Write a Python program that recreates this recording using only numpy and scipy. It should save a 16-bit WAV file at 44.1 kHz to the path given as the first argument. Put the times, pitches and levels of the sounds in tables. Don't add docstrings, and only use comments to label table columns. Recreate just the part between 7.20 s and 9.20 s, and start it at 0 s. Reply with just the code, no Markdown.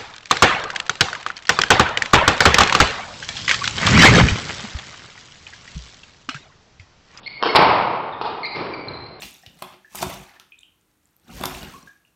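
import sys
import numpy as np
from scipy import signal
from scipy.fft import rfft, irfft
from scipy.io import wavfile

SR = 44100
rng = np.random.default_rng(int(sys.argv[2]) if len(sys.argv) > 2 else 0)


def int16_out(signal):
    q = np.round(np.clip(np.atleast_2d(signal).T, -1, 1) * 32767)
    wavfile.write(sys.argv[1], SR, q.astype(np.int16))


N = 88200
T = np.arange(N) / SR
BIN_HZ = np.fft.rfftfreq(N, 1 / SR)


def from_db(db):
    return 10 ** (np.asarray(db) / 20)


def spectrum_of(points):
    hz, value = np.transpose(points)
    return np.interp(np.log(np.maximum(BIN_HZ, 1)), np.log(hz), value)


def delayed(x, start_s):
    return np.concatenate([np.zeros(max(int(start_s * SR), 0)), x])[:N]


def gate(length_s, edge_s):
    return np.clip(np.minimum(T, length_s - T) / edge_s, 0, 1)


def decay(tau_s):
    return np.exp(-np.minimum(T / tau_s, 20))


def wander(rate_hz):
    return np.interp(T * rate_hz, np.arange(N), rng.standard_normal(N))


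def band_noise(low_hz, high_hz):
    band = signal.butter(2, (low_hz, high_hz), "band", fs=SR, output="sos")
    noise = signal.sosfilt(band, rng.standard_normal(N))
    return noise / noise.std()


def click(colour):
    cepstrum = irfft(np.log(from_db(spectrum_of(colour))), N)
    cepstrum[1:N // 2] *= 2
    cepstrum[N // 2 + 1:] = 0
    return irfft(np.exp(rfft(cepstrum)), N)


# freq_hz, relative_db
AIR_SPECTRUM = [(25, 9), (70, -5.5), (150, 3), (300, -4.5), (900, -3), (1800, -12), (3500, -16),
                (6000, -25)]

def ventilation(rms_db=-47.5):
    air = irfft(rfft(rng.standard_normal(N)) * from_db(spectrum_of(AIR_SPECTRUM)), N)
    return from_db(rms_db) * air / air.std()


# freq_hz, t60_s
COURT_DECAY = [(80, 0.94), (250, 1.58), (500, 1.696), (950, 1.557), (1900, 1.275), (3000, 1.15),
               (5000, 0.79)]

def reverb_tail(build_s=0.02, grain_depth=0.14):
    grain = np.interp(T, np.linspace(0, T[-1], 700), rng.standard_normal(700))
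    noise = rng.standard_normal(N) * np.exp(grain_depth * grain)
    spectrum = rfft(noise / noise.std())
    centres_hz = [hz for hz, _ in COURT_DECAY]
    tail = 0
    for weights, (_, t60_s) in zip(np.eye(len(centres_hz)), COURT_DECAY):
        band = irfft(spectrum * spectrum_of(list(zip(centres_hz, weights))), N)
        tail += band * from_db(-60 * T / t60_s)
    return tail * (1 - np.exp(-T / build_s)) * np.sqrt(10 / SR)


def reflection(delay_s, scatter_ratio=1.3):
    smear_s = 0.0015 + 0.036 * delay_s
    scatter = rng.standard_normal(N) * decay(smear_s)
    pulse = scatter_ratio * scatter / np.linalg.norm(scatter)
    pulse[0] += 1
    pulse /= np.hypot(1, scatter_ratio)
    cutoff_hz = 9000 / (1 + delay_s / 0.02)
    pole = np.exp(-2 * np.pi * cutoff_hz / SR)
    return delayed(signal.lfilter([1 - pole], [1, -pole], pulse), delay_s)


def court(x, echoes, reverb_db):
    response = from_db(9.5 + reverb_db) * reverb_tail()
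    response[0] += 1
    for delay_s, gain_db in echoes:
        response += from_db(gain_db) * reflection(delay_s)
    return signal.fftconvolve(x, response)[:N]


# delay_s, gain_db
FLOOR_ECHOES = [(.031, -21.5), (.05, -9), (.071, -11.5), (.101, -2.5)]
# freq_hz, level_db
BOARD_THUD = [(30, -18.5), (60, 10.5), (90, 15), (135, 17.5), (210, 3), (500, 6.5), (1200, 5), (5000, -24)]
# freq_hz, level_db
SOLE_SLAP = [(80, -15), (200, 2), (370, 10), (600, 1.5), (1100, -4), (1900, 0.5), (5000, -23)]
# start_s, thud_db, slap_db
STEPS = [(0.272, -28.5, 2.5), (0.365, 5.5, -25.5), (0.582, -16, -27.5), (0.915, -15, -32),
         (1.044, -23.5, -3.5), (1.372, -10.5, -7), (1.675, -4, -22.5), (1.718, -19, -23)]

def footfalls():
    thud, slap = click(BOARD_THUD), click(SOLE_SLAP)
    feet = 0
    for start_s, thud_db, slap_db in STEPS:
        feet += delayed(from_db(thud_db) * thud + from_db(slap_db) * slap, start_s)
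    return court(feet, FLOOR_ECHOES, reverb_db=1.5)


# start_s, length_s, start_hz, middle_hz, end_hz, fundamental_db, octave_db
SQUEAKS = [(0.061, 0.017, 2165, 2167, 2357, -30, -31.5), (0.07, 0.013, 2230, 2170, 2184, -26.5, -35.5),
           (0.289, 0.021, 2063, 2227, 2175, -23.5, -29.5), (0.923, 0.026, 1888, 1783, 1735, -43, -41.5),
           (1.2304, 0.0098, 2296, 2150, 2090, -25, -30.5), (1.24, 0.02, 2089, 2096, 2406, -23, -26.5),
           (1.265, 0.009, 2445, 2366, 2390, -28, -33), (1.26, 0.008, 2170, 1990, 2030, -46, -24),
           (1.535, 0.014, 2350, 2328, 2206, -28, -34.5), (1.681, 0.011, 2115, 2071, 2040, -63, -28),
           (1.735, 0.024, 2030, 2027, 2106, -50, -35), (1.859, 0.011, 2080, 2066, 2220, -45, -38)]
# start_s, length_s, level_db
SCUFFS = [(0.03, 0.057, -48), (1.055, 0.017, -38.5)]

def sole_friction(edge_s=0.0022, waver_hz=670, pitch_jitter=0.0059, grip_flutter=0.34):
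    friction = 0
    for start_s, length_s, start_hz, middle_hz, end_hz, fundamental_db, octave_db in SQUEAKS:
        glide_hz = np.interp(T, [0, length_s / 2, length_s], [start_hz, middle_hz, end_hz])
        pitch_hz = glide_hz * (1 + pitch_jitter * wander(waver_hz))
        phase = 2 * np.pi * np.cumsum(pitch_hz) / SR
        tone = from_db(fundamental_db) * np.sin(phase) + from_db(octave_db) * np.sin(2 * phase)
        grip = np.exp(grip_flutter * wander(waver_hz))
        friction += delayed(tone * grip * gate(length_s, edge_s), start_s)
    for start_s, length_s, level_db in SCUFFS:
        scuff = from_db(level_db) * band_noise(2800, 4200) * gate(length_s, edge_s)
        friction += delayed(scuff, start_s)
    return court(friction, FLOOR_ECHOES, reverb_db=-7.5)


def ring(modes, attack_s=0.00041):
    swell = 1 - np.exp(-T / attack_s)
    return swell * sum(from_db(db - 60 * T / t60_s) * np.sin(2 * np.pi * hz * T)
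                       for hz, db, t60_s in modes)


# pitch_hz, level_db, t60_s
STRING_MODES = [(468.3, 2.5, 0.049), (1102, 0, 0.024)]
# pitch_hz, level_db, t60_s
BALL_MODES = [(903, 0, 0.012), (1187, -15, 0.031)]
# freq_hz, level_db
RACKET_CRACK = [(40, -33.5), (160, 3), (330, 10.5), (650, 15.5), (1350, 17), (2000, 7), (3000, -18),
                (4300, 1), (6000, 3.5)]
RACKET_ECHOES = {"near": [(.0085, -1.5), (0.023, -13), (0.031, 1), (0.037, -2), (.0445, -6), (.0475, 1),
                 (.063, -8.5), (.111, -8.5)], "far": [(.008, -11.5), (.033, -11.5), (.04, -5), (.054, -28),
                 (.066, -17.5), (.087, -7)]}
# start_s, crack_db, string_db, ball_db, buzz_db, buzz_decay_s, reverb_db, place
STROKES = [(0.2263, 4.5, -15.5, -27.5, -12, 0.0016, -2.5, "near"),
           (1.0132, -21.5, -26, -6.5, -30, 0.0097, -2.5, "far")]

def racket_strokes(swish_s=0.035, swish_re_crack_db=-39.5):
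    strokes = 0
    for start_s, crack_db, string_db, ball_db, buzz_db, buzz_decay_s, reverb_db, place in STROKES:
        crack = from_db(crack_db) * click(RACKET_CRACK)
        ringing = from_db(string_db) * ring(STRING_MODES) + from_db(ball_db) * ring(BALL_MODES)
        buzz = from_db(buzz_db) * band_noise(2400, 4860) * decay(buzz_decay_s)
        swing = (T < swish_s) * T / swish_s
        swish = from_db(crack_db + swish_re_crack_db) * band_noise(250, 1300) * swing
        stroke = delayed(swish, start_s - swish_s) + delayed(crack + ringing + buzz, start_s)
        strokes += court(stroke, RACKET_ECHOES[place], reverb_db)
    return strokes


# freq_hz, level_db
BALL_POP = [(45, -21.5), (130, 9.5), (300, 5), (480, 12.5), (700, 16.5), (930, 21.5), (1150, 17.5),
            (1700, 5.5), (2300, 9.5), (3400, 1), (4500, 2), (6000, -6.5)]
# freq_hz, level_db
WALL_THUD = [(40, -21), (120, 7), (220, 2), (400, 15), (650, 6), (1300, -5.5), (2500, -18), (6000, -17)]
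# delay_s, gain_db
WALL_ECHOES = [(.006, 1.5), (.012, 1.5), (.015, 1), (0.021, -6.5), (.033, -5), (0.041, 1.5), (.063, -7),
               (.073, 0.5), (.081, -10), (.134, -8.5), (.172, -17.5)]
# start_s, pop_db, thud_db, reverb_db
WALL_HITS = [(0.3504, 14.5, 6.5, 0), (1.3507, -17.5, -5, 10.5)]

def wall_hits(smack_s=0.026, smack_re_pop_db=-21.5):
    hits = 0
    for start_s, pop_db, thud_db, reverb_db in WALL_HITS:
        bang = from_db(pop_db) * click(BALL_POP) + from_db(thud_db) * click(WALL_THUD)
        smack = from_db(pop_db + smack_re_pop_db) * band_noise(1320, 5600) * gate(smack_s, smack_s / 2)
        hits += court(delayed(bang, start_s), WALL_ECHOES, reverb_db) + delayed(smack, start_s)
    return hits


def scene():
    return (racket_strokes() + wall_hits() + sole_friction() + footfalls() + ventilation())[None]


def record(dry, low_cut_hz=49, saturation=0.71, stopband_hz=6650, ceiling=0.72, final_stop_hz=16000):
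    low_cut = signal.butter(2, low_cut_hz, "high", fs=SR, output="sos")
    band_limit = signal.cheby2(12, 70, stopband_hz, fs=SR, output="sos")
    final_lowpass = signal.cheby2(12, 70, final_stop_hz, fs=SR, output="sos")
    saturated = saturation * np.tanh(signal.sosfilt(low_cut, dry) / saturation)
    clipped = np.clip(signal.sosfilt(band_limit, saturated), -ceiling, ceiling)
    return signal.sosfilt(final_lowpass, clipped)


dry = scene()
out = record(dry)
int16_out(out)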